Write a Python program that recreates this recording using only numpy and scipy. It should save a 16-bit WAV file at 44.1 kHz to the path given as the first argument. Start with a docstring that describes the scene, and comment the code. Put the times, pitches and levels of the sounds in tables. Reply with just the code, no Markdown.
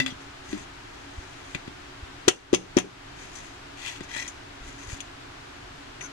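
"""A metal baking tin, upside down on a plate in a small kitchen, knocks three times as the cake drops out:
damped pushes make the thuds of its flexing base, and bursts of noise through ringing modes its rim clatter.
A hand taps and shifts it first, with the same kind of contacts; then roughened friction noise scrapes it
aside and the hand comes to rest on the cake with a short squeak of the plate. All of it is close to a
hand-held two-port microphone with its bumps, room reflections, steady room noise and gain control."""
import sys
import numpy as np
from scipy import signal
from scipy.fft import rfft, irfft, next_fast_len
from scipy.io import wavfile
from scipy.ndimage import uniform_filter1d

SR = 44100
rng = np.random.default_rng(int(sys.argv[2]) if len(sys.argv) > 2 else 0)


def unload_audio(sound):
    """Save the sound as a 16-bit wav file, at the path given as the first command line argument."""
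    columns = np.transpose(np.atleast_2d(sound))
    # keep every value between -1 and 1, then stretch to whole-number steps
    steps = np.round(np.clip(columns, -1, 1) * 32767)
    wavfile.write(sys.argv[1], SR, steps.astype(np.int16))


N = 269936
TIME = np.arange(N) / SR

# the tin knocks on the plate: (time [s], thud [dB], thud pitch [Hz], rebound [dB],
# jolt of the microphone [dB], hum of the hollow [dB])
KNOCKS = [(2.2817, -1.5, 399, -32, -21.5, -42), (2.5328, 1.5, 367, -19, -27, -30.5),
          (2.7701, -2, 328, -16, -33, -31.5)]
# light taps of hand and finger ring: (time [s], level [dB], tilt [dB per octave], favoured band [Hz],
# share of the ring time that the grip leaves [ratio], buzz [dB], thud [dB], thud pitch [Hz])
TAPS = [(0.001, -8, 0.5, 2100, 0.57, -30.5, -26, 139), (0.0622, -15.5, 1, 3370, 0.59, -30.5, -59, 260),
        (0.529, -26, -0.5, 2000, 0.73, -43, -48, 270), (1.5483, -18, 0.5, 2430, 0.16, -55, -20.5, 235),
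        (1.676, -32.5, 0, 2800, 0.4, -57, -25, 250), (4.006, -30, 2.5, 900, 1, -56, -23, 284)]
# friction noise of rubbing: (frequency [Hz], density [dB per Hz])
RUB_NOISE = [(200, 7), (1500, -1), (4000, -0.5), (7000, 1), (9000, -7.5), (13000, -26.5)]


def from_db(db):
    """Decibels to gain."""
    return 10 ** (np.asarray(db) / 20)


def rms_one(x):
    """Scale to an rms of 1."""
    return x / np.sqrt(np.mean(x ** 2) + 1e-20)


def at_hz(points, hz):
    """Read a table along a log-frequency axis."""
    f, value = np.transpose(points)
    return np.interp(np.log(np.maximum(hz, 1)), np.log(f), value)


def add(track, s, sound):
    """Mix a sound into a track from time s on."""
    start = max(round(s * SR), 0)
    track[start:start + len(sound)] += sound[:N - start]


def colour_db(hz, tilt_db, spot_hz, spot_db):
    """A tilt sets how hard a contact sounds, and each spot on the tin has a band of its own."""
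    spot_octaves = 0.37   # half width of the favoured band
    tilt = tilt_db * np.log2(np.clip(hz, 400, 7000) / 3000)
    return tilt + spot_db * np.exp(-(np.log2(hz / spot_hz) / spot_octaves) ** 2)


def noise(spectrum, size, colour=None):
    """Random-phase noise of rms 1 with the given spectrum, and the colour of a contact if there is one."""
    hz = np.maximum(np.fft.rfftfreq(size, 1 / SR), 1)
    level_db = at_hz(spectrum, hz)
    if colour:
        level_db = level_db + colour_db(hz, *colour)
    phases = np.exp(2j * np.pi * rng.random(len(hz)))
    return rms_one(irfft(from_db(level_db) * phases, size))


def resonate(x, modes):
    """Parallel resonances, each with its own gain at the peak and ring time."""
    out = 0
    for hz, level_db, t60 in modes:
        r = np.exp(-np.log(1000) / (t60 * SR))
        poles = [1, -2 * r * np.cos(2 * np.pi * hz / SR), r * r]
        ring = (1 - r * r) / 2 * signal.lfilter([1, 0, -1], poles, x + 1e-18)
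        out = out + from_db(level_db) * ring
    return out


def pushes(rows, onset_share=1):
    """A heavily damped push swells and dies within a few swings; onset_share is rise time over fall time."""
    out = np.zeros(N)
    t = TIME[:SR // 4] - 1 / 8
    for s, level_db, hz, half_s in rows:
        width = half_s * np.where(t < 0, onset_share, 1)
        swing = -np.sin(2 * np.pi * hz * t)
        add(out, s + t[0], from_db(level_db) * np.exp(-(t / width) ** 2) * swing)
    return out


def base_thuds(count):
    """The base flexes and rebounds in a knock, gives once under a tap, and swings count times in a wobble."""
    # the base wobbles as fingers leave it, and later as the cake settles:
    # (time [s], level of the first swing [dB], pitch [Hz])
    wobbles = [(0.533, -20.5, 294), (2.846, -27.5, 362)]
    flex_half_s = 0.0027
    rows = []
    for s, thud_db, hz, rebound_db, *_ in KNOCKS:
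        flex = (s, thud_db, hz, flex_half_s)
        overtone = (s, thud_db - 23.5, 570, 0.0026)
        rebound = (s + 0.0111, rebound_db, 303, flex_half_s)
        rows += [flex, overtone, rebound]
    for s, *_, thud_db, hz in TAPS:
        rows.append((s + 0.0042, thud_db, hz, 0.0015))
    gap_s, loss_db, half_s = 0.0099, 3.5, 0.0039   # between swings, per swing, of one swing
    for s, level_db, hz in wobbles:
        for k in range(count):
            stray = 1 + 0.15 * rng.uniform(-0.81, 1)   # the pitch strays from swing to swing
            rows.append((s + k * gap_s, level_db - k * loss_db, hz * stray, half_s))
    return pushes(rows, onset_share=0.78)


def contacts(rows, spectrum, modes, body_db, spread_db, detune):
    """Each contact is a brief, uneven chatter that builds, dies and rings the modes a little differently."""
    out = np.zeros(N)
    t = TIME[:SR // 3]
    for s, level_db, rise, decay, ring_share, *colour in rows:
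        uneven = from_db(3 * rms_one(uniform_filter1d(rng.standard_normal(len(t)), size=24)))   # 3 dB rms
        envelope = np.minimum(t / rise, 1) * np.exp(-t / decay)
        chatter = rms_one(noise(spectrum, len(t), colour) * uneven * envelope)
        sound = chatter
        for hz, mode_db, t60 in modes:
            strength, stretch = rng.standard_normal(2)
            ring = rms_one(resonate(chatter, [(hz * (1 + detune * stretch), 0, t60 * ring_share)]))
            ring_db = body_db + mode_db + colour_db(hz, *colour) + spread_db * strength
            sound = sound + from_db(ring_db) * ring
        # a longer contact of the same level carries more energy
        length_gain = np.sqrt(decay * SR / (2 * len(t)))
        add(out, s, from_db(level_db) * length_gain * rms_one(sound))
    return out


def rim_contacts():
    """The rim touches, grazes, clacks and rattles, buzzes after a tap, and ticks as the tin is moved aside."""
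    # rim meets plate or worktop, or the loose tin buzzes after a tap: (time [s], level [dB], rise [s],
    # decay [s], tilt [dB per octave], favoured band [Hz], boost of that band [dB])
    touches = [ (2.2805, -4, 0.0003, 0.0017, 1.5, 6500, 0), (2.2822, -6.5, 0.0011, 0.0032, 0, 1150, 11),
               (2.2841, -2, 0.0012, 0.0021, 2, 6530, 4), (2.2885, -21, 0.0023, 0.0045, -5, 2930, 12),
               (2.298, -24, 0.0044, 0.02, -5.5, 3000, 9), (2.5299, -17, 0.00027, 0.0055, 0.5, 6600, -1),
               (2.538, -9, 0.0017, 0.003, -3, 3670, 3), (2.5469, -3.5, 0.00017, 0.0014, 1.5, 1210, 9),
               (2.5533, -25, 0.00073, 0.0076, -3.5, 3000, 10),
               (2.7686, -8, 0.00098, 0.0017, -2.5, 5250, 8.5), (2.7748, -11, 0.003, 0.003, -3.5, 2940, 7.5),
               (2.786, -11, 0.00018, 0.0029, 0, 790, 6), (2.7985, -24, 0.0023, 0.009, -2.5, 2700, 5),
               (0.098, -35.5, 0.008, 0.012, 5, 3530, 21), (3.352, -36, 0.003, 0.013, 6, 6000, 4),
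               (4.16, -32, 0.0005, 0.0069, -7, 1800, 6), (4.221, -33, 0.0005, 0.0033, -4, 2000, 10),
               (4.2777, -27, 0.0003, 0.007, 2.5, 7100, 7), (5.004, -26, 0.0003, 0.0046, 7.5, 2860, 6),
               (6.008, -28.5, 0.001, 0.007, -0.5, 2120, 9)]
    # contact noise: (frequency [Hz], density [dB per Hz])
    clatter = [(35, -20), (130, -1), (300, 2.5), (620, 7.5), (1200, 5.5), (2500, 10.5), (3400, 7.5),
               (4600, 2), (6600, 3.5), (8000, -3), (10200, -5), (13000, -29)]
    # rim against plate: (frequency [Hz], energy before the common body level [dB], t60 [s])
    rim_modes = [(545, -25, 0.053), (654, -19, 0.06), (795, -8.5, 0.033), (1174, -21, 0.024),
                 (2204, -5, 0.047), (2555, -36, 0.054), (2840, -5, 0.015), (3170, -11, 0.028),
                 (3400, -17.5, 0.019), (4360, -13, 0.012), (4970, -16, 0.048), (6150, 2, 0.024),
                 (6060, -15.5, 0.019), (6240, -10, 0.078), (7070, 0, 0.04)]
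    rows = []
    for s, level_db, rise, decay, *colour in touches:
        rows.append((s, level_db, rise, decay, 1, *colour))
    return contacts(rows, clatter, rim_modes, body_db=-13, spread_db=2.5, detune=0.0147)


def hollow():
    """Each knock sets the air in the tin humming as decaying sines, more freely once the cake is loose."""
    # hollow of the tin: (frequency [Hz], level before the knock's own [dB], t60 [s])
    hollow_modes = [(121, -5, 0.31), (185, 0, 0.37), (287, 4, 0.1)]
    out = np.zeros(N)
    t = TIME[:SR // 2]
    hum = 0
    for hz, mode_db, t60 in hollow_modes:
        hum = hum + from_db(mode_db - 60 * t / t60) * np.sin(2 * np.pi * hz * t)
    for s, *_, hollow_db in KNOCKS:
        add(out, s, from_db(hollow_db) * hum)
    return out


def hand_taps():
    """Each tap lands on the base, bounces once and sets the loose tin buzzing; a firm grip shortens the ring."""
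    # tapping noise: (frequency [Hz], density [dB per Hz])
    tap_noise = [(100, -7), (300, -1.5), (1000, 3), (2200, 12.5), (3500, 3), (5000, -4), (7000, -2),
                 (9000, -11), (13000, -23)]
    # base of the tin: (frequency [Hz], energy before the common body level [dB], t60 [s])
    base_modes = [(129, -3, 0.21), (262, 4.5, 0.38), (570, -6.5, 0.073), (1510, -4, 0.076),
                  (2000, -5, 0.06), (2045, 1, 0.062), (2300, -15, 0.09), (2600, -3, 0.1), (3300, -16, 0.14),
                  (3510, 1, 0.035), (4030, -9, 0.086), (4700, -5, 0.04), (6164, -17, 0.2),
                  (7300, -24, 0.12)]
    rise_s, spot_db = 0.000079, 3.5
    rows = []
    for s, level_db, tilt_db, spot_hz, ring_share, buzz_db, *_ in TAPS:
        colour = (tilt_db, spot_hz, spot_db)
        landing = (s, level_db, rise_s, 0.0022, ring_share, *colour)
        bounce = (s + 0.001915, level_db - 5, rise_s, 0.0026, ring_share, *colour)
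        buzz = (s + 0.012, buzz_db, 0.0052, 0.016, ring_share, 2.5, spot_hz, 0)
        rows += [landing, bounce, buzz]
    return contacts(rows, tap_noise, base_modes, body_db=-7.0, spread_db=2.0, detune=0.012)


def swells(rows, swell_db):
    """Level of sliding movements: each grows by swell_db up to its middle, sinks again and stops."""
    level = np.zeros(N)
    stop_s = 0.005   # time to start or come to rest
    for start, length, level_db in rows:
        half = length / 2
        from_middle = np.abs(TIME - start - half)
        moving = np.clip((half - from_middle) / stop_s + 1, 0, 1)
        level += moving * from_db(level_db - swell_db * from_middle / half)
    return level


def friction(level, spectrum, modes, grit_db=-24):
    """A sliding surface catches on bumps and crumbs and judders, which roughens the hiss and rings the modes."""
    # click of a crumb: (frequency [Hz], gain [dB], t60 [s])
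    crumb_modes = [(2320, 8, 0.0037), (3300, 2, 0.0033), (6540, -13, 0.0021)]
    grains = rms_one(uniform_filter1d(rng.standard_normal(N), size=30))
    judder = rms_one(uniform_filter1d(rng.standard_normal(N), size=400))
    crumbs_per_s = 140
    crumbs = (rng.random(N) < crumbs_per_s / SR) * rng.uniform(-0.92, 1, N)
    hiss = noise(spectrum, N) * from_db(3.6 * grains + 1.8 * judder)   # roughness in dB rms
    hiss = hiss + from_db(grit_db) * rms_one(resonate(crumbs, crumb_modes))
    return level * rms_one(hiss + resonate(hiss, modes))


def shoves():
    """The tin scrapes over the worktop on another part of its rim in each shove, and rings higher or lower."""
    # shoves: (start [s], length [s], level [dB], pitch of the ring [ratio], strength of the ring [dB],
    # favoured band [Hz])
    shove_rows = [(3.774, 0.21, -32.5, 1.07, -3.5, 2830), (4.09, 0.18, -29.5, 1.016, 2.5, 1800)]
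    # friction noise: (frequency [Hz], density [dB per Hz])
    scrape = [(200, -21), (900, -11.5), (1400, -4.5), (2400, 2.5), (3700, -4.5), (5200, -5), (6800, -6),
              (8500, -9), (13000, -24)]
    # tin dragged on its rim: (frequency before the pitch ratio [Hz], gain before the ring strength [dB],
    # t60 [s])
    slide_modes = [(890, 15, 0.028), (1905, 12, 0.017), (2170, -15, 0.0074), (2560, -9, 0.019),
                   (3190, 7, 0.021), (3940, 3.5, 0.0055), (5460, 9.5, 0.017), (6110, 13, 0.018),
                   (6880, 6, 0.0078)]
    out = 0
    for start, length, level_db, pitch, ring_db, spot_hz in shove_rows:
        modes = [(hz * pitch, mode_db + ring_db, t60) for hz, mode_db, t60 in slide_modes]
        modes.append((spot_hz, 2, 0.002))
        level = swells([(start, length, level_db)], swell_db=13)
        out = out + friction(level, scrape, modes, grit_db=-5)
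    return out


def finger_rubs():
    """Fingers rub over tin, plate and cake: friction noise that swells with each stroke."""
    # strokes: (start [s], length [s], level [dB])
    strokes = [(0.17, 0.097, -54), (0.44, 0.16, -41.5), (0.56, 0.1, -45.5), (0.75, 1, -52.5),
               (1.45, 0.11, -50), (3.16, 0.14, -43), (3.315, 0.081, -43.5), (3.3, 0.26, -44.5),
               (4.025, 0.025, -40), (4.62, 0.13, -43), (4.75, 0.17, -43), (4.87, 0.11, -37)]
    # fingers rubbing: (frequency [Hz], gain over the friction noise [dB], t60 [s])
    rub_modes = [(2140, 7, 0.0034), (4770, -26, 0.026), (6220, 10.5, 0.029), (6860, -3, 0.0024),
                 (10400, 7.5, 0.0075)]
    return friction(swells(strokes, swell_db=13.5), RUB_NOISE, rub_modes)


def plate_squeak():
    """The hand comes to rest and nudges the plate, whose grating on the worktop rings strong modes."""
    # nudges: (start [s], length [s], level [dB])
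    nudges = [(6.013, 0.052, -35)]
    # plate on worktop: (frequency [Hz], gain over the friction noise [dB], t60 [s])
    squeak_modes = [(1030, 26, 0.046), (1454, 32, 0.074), (2217, 28.5, 0.087), (2770, 13, 0.06),
                    (3640, 14, 0.054), (6180, 28, 0.014), (10120, 24, 0.015)]
    return friction(swells(nudges, swell_db=4), RUB_NOISE, squeak_modes)


def handling():
    """The microphone is softly bumped by the hand that holds it and jolted by each knock: low damped pushes."""
    # bumps: (time of the middle [s], level [dB], pitch [Hz])
    hand_bumps = [(1.188, -26.5, 58.7), (2.036, -28.5, 58), (4.62, -35, 34), (4.649, -38, 50),
                  (4.681, -34.5, 43), (4.886, -32, 55), (4.934, -26, 69)]
    half_cycles = 0.35   # half width of a bump in cycles of its pitch
    rows = [(s, level_db, hz, half_cycles / hz) for s, level_db, hz in hand_bumps]
    rows += [(s, jolt_db, 124, 0.0045) for s, *_, jolt_db, _ in KNOCKS]
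    return pushes(rows)


def microphones(x):
    """The right port, farther off, hears a sound later and partly shadowed."""
    # what the far port hears: (frequency [Hz], gain against the near port [dB])
    port_shadow = [(200, 0.5), (400, -2), (1000, -36), (2000, -8), (4000, -41), (7000, -17), (12000, -10.5)]
    lag_s = 0.000624   # extra travel time to the far port
    size = next_fast_len(N + SR // 10)
    hz = np.fft.rfftfreq(size, 1 / SR)
    path = from_db(at_hz(port_shadow, hz)) * np.exp(-2j * np.pi * hz * lag_s)
    return np.array([x, irfft(rfft(x, size) * path, size)[:N]])


def kitchen(x, early_db, early_decay, tail_db, right_db):
    """Quick reflections off worktop and walls, then a faint tail that dies band by band."""
    # room tail: (frequency [Hz], t60 [s])
    kitchen_t60 = [(200, 0.39), (1000, 0.28), (4000, 0.22), (12000, 0.33)]
    t = TIME[:SR // 2]
    edges = np.geomspace(100, 14000, num=8)
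    tail = 0
    for low, high in zip(edges, edges[1:]):
        band_pass = signal.butter(2, [low, high], "band", fs=SR, output="sos")
        band = signal.sosfilt(band_pass, rng.standard_normal((2, len(t))))
        t60 = at_hz(kitchen_t60, np.sqrt(low * high))
        tail = tail + band * np.exp(-np.log(1000) * t / t60)
    tail = tail * np.clip(t / 0.028, 0, 1)
    early = rng.standard_normal((2, len(t))) * np.exp(-t / early_decay) * np.clip(t / 0.00087, 0, 1) ** 2
    response = from_db(early_db) * rms_one(early) + from_db(tail_db) * rms_one(tail)
    response = response / np.sqrt(len(t))
    return signal.fftconvolve(x[None], response, axes=1)[:, :N] * from_db([[0], [right_db]])


def room_noise(level_db, hum_db):
    """Steady air noise, alike at both ports in the deep bass, with a wavering hum of resonated noise."""
    # air noise: (frequency [Hz], density [dB per Hz])
    air_spectrum = [(15, -6), (25, 2), (53, -0.5), (137, -7), (169, -21), (270, -3.5), (316, -12.5),
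                    (351, -2.5), (507, -18), (694, -10.5), (1560, -8.5), (1920, -12), (2930, -15),
                    (7120, -25), (13000, -44)]
    # left against right: (frequency [Hz], likeness before clipping [ratio])
    likeness = [(60, 12), (130, 0.3), (280, 0.63), (610, -0.61), (1310, 0.17), (2830, -0.11), (6000, 0)]
    # left against right: (frequency [Hz], balance [dB])
    air_balance = [(300, 0.5), (660, -4), (1200, 1.5), (2200, 2), (4000, 6), (7250, 0)]
    hz = np.fft.rfftfreq(N, 1 / SR)
    alike = np.clip(at_hz(likeness, hz), -.9, .99)
    signs = np.array([[1], [-1]])   # left, right
    mid = rfft(noise(air_spectrum, N))
    side = rfft(noise(air_spectrum, N)) * np.sqrt((1 - alike) / (1 + alike))
    balance = from_db(signs * at_hz(air_balance, hz) / 2)
    air = irfft((mid + signs * side) * balance, N)
    hum_modes = [(280.5, 7.5, 0.24), (352.0, -24.0, 0.42), (112.8, 2.0, 0.051)]   # Hz, dB, t60 s
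    hum = rms_one(resonate(rng.standard_normal(N), hum_modes))
    return from_db(level_db) * air + from_db(hum_db) * hum


def scene():
    """The sounds of tin and hand reach the two ports directly and by way of the room."""
    thuds = base_thuds(count=5)
    metal = rim_contacts() + hand_taps() + shoves()
    rubs = finger_rubs() + plate_squeak()
    tin = metal + thuds + hollow()
    direct = microphones(tin) + microphones(rubs) * from_db([[0], [3]])   # right port raised for the rubs
    room = kitchen(metal + rubs + from_db(-2) * thuds,
                   early_db=-5.5, early_decay=0.0093, tail_db=-21.0, right_db=-2.0)
    return direct + room + handling() + room_noise(level_db=-47, hum_db=-52.5)


def gain_control(x, threshold_db, release_db_per_s):
    """Loud peaks turn the gain of both channels down, and it creeps back up."""
    peak_db = 20 * np.log10(np.abs(x).max(axis=0) + 1e-9)
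    over = np.maximum(peak_db - threshold_db, 0)
    release = release_db_per_s * TIME
    held = np.maximum.accumulate(over + release) - release
    r = np.exp(-1 / (0.037 * SR))   # smoothing over 37 ms
    return x * from_db(-signal.lfilter([1 - r], [1, -r], held))


def record(dry):
    """Gain control, rounded peaks near full scale, and a steep cut of the top."""
    loud = gain_control(dry, threshold_db=-2.5, release_db_per_s=20)
    rounded = loud / (1 + (loud / .8) ** 6) ** (1 / 6)
    cutoff_hz = 13300
    return signal.sosfilt(signal.ellip(10, .1, 80, cutoff_hz, fs=SR, output="sos"), rounded)


dry = scene()
out = record(dry)
unload_audio(out)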